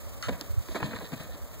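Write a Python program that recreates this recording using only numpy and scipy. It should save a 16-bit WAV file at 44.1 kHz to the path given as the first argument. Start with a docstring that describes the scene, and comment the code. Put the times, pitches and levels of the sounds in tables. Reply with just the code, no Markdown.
"""A horse walks over a wooden seesaw platform in an open field, some way from the microphone.
From the start, wind hisses in the grass and buffets the microphone, and an insect rasps faintly.
A sharp tick with a scrape sounds close by, hoof impacts ring the planks, and a second tick follows.
A hoof drags up to the heavy step that tips the deck; it lands, rattles and creaks by stick-slip
friction as the last knocks fade. The stereo picture is widened throughout."""
import sys
import numpy as np
from scipy import signal
from scipy.fft import rfft, irfft
from scipy.io import wavfile

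SR = 44100
rng = np.random.default_rng(int(sys.argv[2]) if len(sys.argv) > 2 else 0)


def master(y):
    """Save y as 16-bit WAV."""
    cut = np.clip(np.atleast_2d(y).T, -1, 1)
    pcm = np.round(cut * 32767)  # scale
    wavfile.write(sys.argv[1], SR, pcm.astype(np.int16))


N = 70560
T = np.arange(N) / SR
HZ = np.maximum(np.fft.rfftfreq(2 * N, 1 / SR), 1)


def undb(db):
    """Decibels to amplitude ratio."""
    return 10 ** (np.asarray(db) / 20)


def level(x, db):
    """Normalisation to an rms level."""
    return x * undb(db) / np.sqrt(np.mean(x ** 2))


def burst(x, length_s, db):
    """Energy normalisation: the rms level a transient would have if confined to length_s."""
    return x * undb(db) / np.sqrt(np.sum(x ** 2) / (length_s * SR))


def add(out, start_s, x):
    """Superposition of a sound at its onset time."""
    i = int(start_s * SR)
    out[i:i + len(x)] += x[:N - i]


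def shape(x, gain):
    """Filtering by multiplication of the spectrum."""
    return irfft(rfft(x, 2 * N) * gain)[..., :N]


def band(x, low_hz, high_hz, order=3):
    """Causal band-pass filtering."""
    return signal.sosfilt(signal.butter(order, [low_hz, high_hz], "band", fs=SR, output="sos"), x)


def noise(spectrum, db):
    """Coloured noise: a spectral envelope interpolated over log frequency."""
    hz, density_db = np.array(spectrum, float).T
    gain = undb(np.interp(np.log(HZ), np.log(hz), density_db))
    return level(shape(rng.standard_normal(N), gain), db)


def drift(rate_hz):
    """Random modulation: low-passed noise of unit rms."""
    return level(shape(rng.standard_normal(N), 1 / (1 + (HZ / rate_hz) ** 4)), 0)


def decay(t, t60_s):
    """Exponential damping by 60 dB in t60_s."""
    return np.exp(-np.log(1000) * t / t60_s)


def ring(force, modes, direct=0):
    """Modal response: a force excites damped sinusoids, and may also pass straight through."""
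    t = T[:SR // 4]
    response = sum(undb(db) * np.sin(2 * np.pi * hz * t) * decay(t, t60_s) for hz, t60_s, db in modes)
    return signal.fftconvolve(force, response)[:len(force)] + direct * force


# Spectrum of the moving air: frequency_hz, relative_db
AIR_SPECTRUM = [(18, -47), (30, -13), (76, -3.5), (339, -12), (452, -7.5), (513, -7), (561, -1.5),
                (849, -12), (1190, -8), (2200, -29.5), (2860, -35), (4840, -120)]
def air():
    """Turbulence: low broadband noise whose level wavers slightly."""
    murmur = shape(noise(AIR_SPECTRUM, db=-50.5), 1 / (1 + (HZ / 2400) ** 6))
    return murmur * undb(0.54 * drift(rate_hz=3.1))


# Spectrum of wind in the grass: frequency_hz, relative_db
GRASS_SPECTRUM = [(600, -23), (1800, 9.5), (2800, 4.5), (4300, 4), (5500, 1), (8000, 7.5), (10000, -3.5),
                  (12500, 5.5), (15500, 4.5)]
def grass_hiss():
    """Flow noise in grass: uncorrelated mid and side signals share one fast flicker."""
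    flicker = undb(1.57 * drift(rate_hz=44))
    return flicker * noise(GRASS_SPECTRUM, db=-51), flicker * noise(GRASS_SPECTRUM, db=-51.5)


# Spectrum of wind on the microphone: frequency_hz, relative_db
RUMBLE_SPECTRUM = [(20, -35), (40, -1), (65, 8), (130, -4.5), (300, -11.5), (600, -18), (1200, -23.5),
                   (2500, -29)]
def rumble():
    """Turbulent pressure at the microphone: a low noise that slowly swells and sinks."""
    return noise(RUMBLE_SPECTRUM, db=-45) * undb(2 * drift(rate_hz=1.5))


# Eddies at the microphone: centre_s, half_width_s, pitch_hz, peak_db
EDDIES = [(0.05, 0.024, 64.1, -32.5), (0.28, 0.011, 85, -27), (0.33, 0.014, 62, -26.5),
          (0.509, 0.0088, 72, -22.5), (0.539, 0.0045, 68, -21.5), (0.586, 0.012, 92, -19),
          (0.593, 0.011, 75.45, -20), (0.712, 0.015, 60, -28), (0.842, 0.0082, 85, -28),
          (0.956, 0.076, 75, -46), (0.101, 0.015, 69.8, -35), (1.432, 0.014, 64.9, -32.5),
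          (1.323, 0.029, 62, -32.5)]
def buffets():
    """Pressure fluctuation: each eddy pushes the microphone ports for a few slow, uneven cycles."""
    out = np.zeros(N)
    for centre_s, half_width_s, pitch_hz, peak_db in EDDIES:
        phase = 2 * np.pi * np.cumsum(pitch_hz * (1 + 0.13 * drift(rate_hz=49))) / SR
        out += undb(peak_db) * np.exp(-((T - centre_s) / half_width_s) ** 2 / 2) * np.sin(phase)
    return out


def insect(first_s=0.0234, period_s=0.0712, half_width_s=0.0026):
    """Stridulation: a grasshopper rasps in faint, evenly repeated pulses of treble noise."""
    offset_s = (T - first_s + period_s / 2) % period_s - period_s / 2
    rasp = band(rng.standard_normal(N), 6260, 16200)
    return level(rasp * np.exp(-(offset_s / half_width_s) ** 2 / 2), db=-65)


# Resonances of the scrape: pitch_hz, t60_s, gain_db
SCRAPE_RESONANCES = [(1420, 0.031, 7), (1630, 0.0077, 10), (1980, 0.0076, 9.5), (2450, 0.004, 8),
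                     (3000, 0.0099, 8), (3800, 0.016, -1), (4300, 0.013, 4.5), (5500, 0.003, -5),
                     (6450, 0.0084, -19), (6850, 0.0024, -14)]
def scrape(start_s=0.2256, length_s=0.048, fade_s=0.11, release_s=0.003):
    """Sliding friction: the first tick drags on as resonant grit with a wavering squeak."""
    out, t = np.zeros(N), T[:SR // 8]
    pressure = np.exp(-t / fade_s - np.maximum(t - length_s, 0) / release_s)
    grit = rng.standard_normal(len(t)) * pressure
    grit[0] += 3.6  # impulse of first contact
    rasp = band(ring(grit, SCRAPE_RESONANCES, direct=undb(30.5)), 1290, 7800, order=4)
    add(out, start_s, burst(rasp, length_s, db=-37.3))
    pitch_hz = 1420 * (1 + 0.046 * drift(rate_hz=105)[:len(t)])
    squeak = pressure * np.sin(2 * np.pi * np.cumsum(pitch_hz) / SR)
    add(out, start_s, burst(squeak, length_s, db=-48.5))
    return out


# Resonances of a tick: pitch_hz, t60_s, gain_db
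TICK_RESONANCES = [(3000, 0.0036, 3.5), (4500, 0.0076, 0), (5340, 0.002, 10.5), (6940, 0.0054, -3),
                   (8140, 0.0033, -3.5), (11900, 0.00055, 10)]
# Sharp ticks close by: start_s, peak_db, cutoff_hz
NEAR_TICKS = [(0.2258, -19.5, 7700), (0.4114, -18, 14700)]
def ticks(grit_decay_s=0.0096):
    """Impulse response: a hard contact with a trace of grit excites high, heavily damped modes."""
    out, t = np.zeros(N), T[:SR // 8]
    for start_s, peak_db, cutoff_hz in NEAR_TICKS:
        force = (t == 0) + 0.0086 * np.exp(-t / grit_decay_s) * rng.standard_normal(len(t))
        tick = band(ring(force, TICK_RESONANCES), 2700, cutoff_hz, order=2)
        add(out, start_s, undb(peak_db) * tick / np.abs(tick).max())
    return out


def field_echo(x, relative_db):
    """Diffuse reflection: the ground and trees return a thin, dull tail."""
    tail = band(rng.standard_normal(N), 260, 8400, order=1) * decay(T, t60_s=0.75)
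    return level(signal.fftconvolve(x, tail)[:N], relative_db) * x.std()


def ground_scatter(x, cutoff_hz=290):
    """Phase scattering: the deck's low boom glances off the ground and reaches the ports out of step."""
    glances = rng.standard_normal(N) * decay(T, t60_s=0.033)
    phase_shift = np.exp(1j * np.angle(rfft(glances, 2 * N)))
    return shape(x, phase_shift * undb(-4) / np.hypot(1, HZ / cutoff_hz))


def hoof_drag(peak_s=0.755, rise_s=0.14, release_s=0.024):
    """Sliding friction: grit under a dragging hoof swells up to the heavy step and dies with it."""
    push, size = rng.standard_normal((2, N))
    grit = band(push * np.exp(0.68 * size), 650, 6000, order=1)
    swell = np.exp(np.minimum((T - peak_s) / rise_s, (peak_s - T) / release_s))
    return swell * level(grit, db=-48.5)


# Resonances of the rubbing boards: pitch_hz, t60_s, gain_db
CREAK_RESONANCES = [(1810, 0.029, 14), (3130, 0.0089, -7), (3920, 0.0045, 22), (4300, 0.0042, -16)]
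# Creaks of the loaded deck: start_s, length_s, level_db
DECK_CREAKS = [(0.841, .035, -55), (0.951, 0.039, -51), (1.046, 0.033, -48.5), (1.179, 0.074, -54),
               (1.313, 0.038, -55.5)]
def creaks(slips_per_s=110, jitter=0.035):
    """Stick-slip friction: short, nearly periodic runs of slips ring the boards."""
    out = np.zeros(N)
    for start_s, length_s, level_db in DECK_CREAKS:
        gap, size = rng.standard_normal((2, 16))
        times = np.cumsum(1 + jitter * gap) / slips_per_s
        slips = np.zeros(SR // 5)
        for slip_s, strength in zip(times - times[0], undb(2 * size)):
            if slip_s < length_s:
                slips[int(slip_s * SR)] = strength
        add(out, start_s, burst(ring(slips, CREAK_RESONANCES), length_s, level_db))
    return out


def thump(t, pitch_hz, rise_s=0.0056, decay_s=0.0069):
    """Flexural vibration: loaded boards swing briefly at one pitch and a weak inharmonic overtone."""
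    swing = np.minimum(t / rise_s, 1) * np.exp(-np.maximum(t - rise_s, 0) / decay_s)
    phase = 2 * np.pi * pitch_hz * t
    return swing * (np.sin(phase) + undb(-13) * np.sin(1.502 * phase))


# Resonances of the planks: pitch_hz, t60_s, gain_db
PLANK_MODES = [(235, 0.015, 16), (306, 0.04, 8), (433, 0.029, -21), (489, 0.041, 3), (550, 0.028, -3.5),
               (651, 0.021, 9), (810, 0.012, -1), (995, 0.018, -4.5), (1080, 0.012, -0.5),
               (1256, 0.014, 1.5), (1680, 0.032, -4.5), (1910, 0.0079, 3.5), (2564, 0.042, -4),
               (4200, 0.016, -2.5)]
# Body, knock, clack and crack bands of the wood: low_hz, high_hz
WOOD_BANDS = [(190, 450), (380, 834), (800, 2360), (2200, 5020)]
# Blows on the deck: start_s, clatter_s, thump_hz, thump_relative_db, body_db, knock_db, clack_db, crack_db
DECK_BLOWS = [(0.2823, 0.0085, 501, -33.5, -36.5, -30.5, -35.5, -38),
              (0.2878, 0.0062, 241.4, -32, -41, -57, -37.5, -42),
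              (0.306, 0.0066, 203, -35.5, -54, -62, -61, -58),
              (0.322, 0.01, 184, -42, -66, -46.5, -44.5, -47.5),
              (0.344, 0.012, 165, -48, -55, -61, -50.5, -55),
              (0.406, 0.01, 297, -44.5, -53, -71, -46.5, -46.5),
              (0.6833, 0.0049, 364, -42, -44.5, -43.5, -43.5, -46.5),
              (0.707, 0.015, 240, -58, -51, -47, -55, -49),
              (0.7446, 0.0063, 394.5, -31.5, -39, -37.5, -38, -45),
              (0.754, 0.0096, 674, -36, -38, -33.5, -32.5, -37.5),
              (0.768, 0.014, 278, -42.5, -49, -49.5, -47, -45),
              (0.7988, 0.0086, 313, -38.5, -41, -39.5, -38.5, -47),
              (0.817, 0.016, 141, -32.5, -40, -37, -46.5, -48),
              (0.8276, 0.0008, 240, -45, -55, -44, -24.5, -49),
              (0.835, 0.012, 166, -28, -47, -55, -56, -42.5),
              (.849, 0.017, 160, -33, -41.5, -43, -46.5, -44), (0.877, 0.044, 126, -43, -47, -50, -69, -54),
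              (0.909, 0.013, 275, -44, -51, -42, -44, -48.5),
              (0.93, 0.0073, 235, -38.5, -40.5, -37, -38.5, -52),
              (0.945, 0.01, 106, -38.5, -48, -49, -62, -48),
              (0.959, 0.0081, 257, -53, -62, -46.5, -39.5, -44.5),
              (.984, 0.0031, 180, -52, -44, -44, -47, -46),
              (1.005, 0.0092, 526.5, -38.5, -50, -42.5, -45.5, -61),
              (1.015, 0.015, 506, -39, -43.5, -45, -70, -52), (1.042, 0.015, 502, -47, -61, -59, -53, -50),
              (1.118, 0.0031, 164, -35.5, -43, -42, -44.5, -46.5),
              (1.1253, 0.012, 230.5, -33.5, -39.5, -42, -44, -46.5),
              (1.131, 0.01, 153, -37.5, -54.5, -58, -46.5, -53),
              (1.155, 0.023, 133, -42, -55, -70, -76, -55),
              (1.197, 0.016, 157, -37.5, -47, -46.5, -47.5, -48),
              (1.237, 0.013, 148, -46.5, -50, -60, -52, -52.5),
              (1.289, 0.0071, 144, -55, -64, -46, -75, -66), (1.332, 0.015, 170, -68, -50, -53, -76, -54)]
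def blows(attack_s=0.0012, thump_lag_s=0.00508, thump_reference_db=4):
    """Impact excitation: a quick clatter of contacts rings the planks, which thump just after."""
    out, t = np.zeros(N), T[:SR // 5]
    for start_s, clatter_s, thump_hz, thump_relative_db, *bands_db in DECK_BLOWS:
        push, size = rng.standard_normal((2, len(t)))
        decay_s = 0.0023 + 0.52 * clatter_s
        span_s = clatter_s + decay_s
        force = np.minimum(t / attack_s, 1) * np.exp(-np.maximum(t - clatter_s, 0) / decay_s)
        contacts = force * push * np.exp(0.58 * size)  # log-normal sizes make the clatter grainy
        wood = ring(contacts, PLANK_MODES, direct=undb(38))
        for (low_hz, high_hz), band_db in zip(WOOD_BANDS, bands_db):
            add(out, start_s, burst(band(wood, low_hz, high_hz), span_s, band_db))
        bright_edge = band(contacts, 4320, 7600, order=2)
        add(out, start_s, burst(bright_edge, span_s, bands_db[-1] - 6))  # 6 dB below the crack
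        add(out, start_s + thump_lag_s, undb(thump_reference_db + thump_relative_db) * thump(t, thump_hz))
    return out


# Stereo balance of the deck: time_s, left_minus_right_db
DECK_PAN = [(.3, 2), (.69, -4), (.765, -2), (.83, 3.5), (1.0, 1.5), (1.15, 4.5)]
def scene():
    """Mid-side stereophony: the sources add as the sum and difference of two microphone ports."""
    deck = blows() + creaks() + hoof_drag()
    direct = deck + ticks() + scrape() + insect()
    gusts = buffets()
    hiss_mid, hiss_side = grass_hiss()
    balance = undb(np.interp(T, *np.array(DECK_PAN).T))
    mid = air() + hiss_mid + direct + field_echo(deck, relative_db=-11)
    mid -= undb(-17) * gusts  # eddies push the ports mostly in opposite directions
    side = rumble() + hiss_side + gusts + ground_scatter(deck) + field_echo(deck, relative_db=-16.5)
    side += shape(direct, 1 / (1 + (1630 / HZ) ** 5))  # direct treble lies to the left
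    side += deck * (balance - 1) / (balance + 1)
    return np.array([mid + side, mid - side])


def record(dry, widen_hz=1170, lag_s=16 / SR, cutoff_hz=15600):
    """Delayed, inverted crossfeed widens the treble; a slight rightward lean and a low-pass follow."""
    share = 1 / (1 + (widen_hz / HZ) ** 4)
    crossfeed = shape(dry[::-1], share / (1 + share) * np.exp(-2j * np.pi * HZ * lag_s))
    wide = shape(dry, 1 / (1 + share)) - crossfeed
    lean = undb(0.65 / (1 + (400 / HZ) ** 2) / (1 + HZ / 6000))
    low_pass = signal.ellip(10, 0.2, 80, cutoff_hz, fs=SR, output="sos")
    return signal.sosfilt(low_pass, shape(wide, np.array([1 / lean, lean])))


dry = scene()
out = record(dry)
master(out)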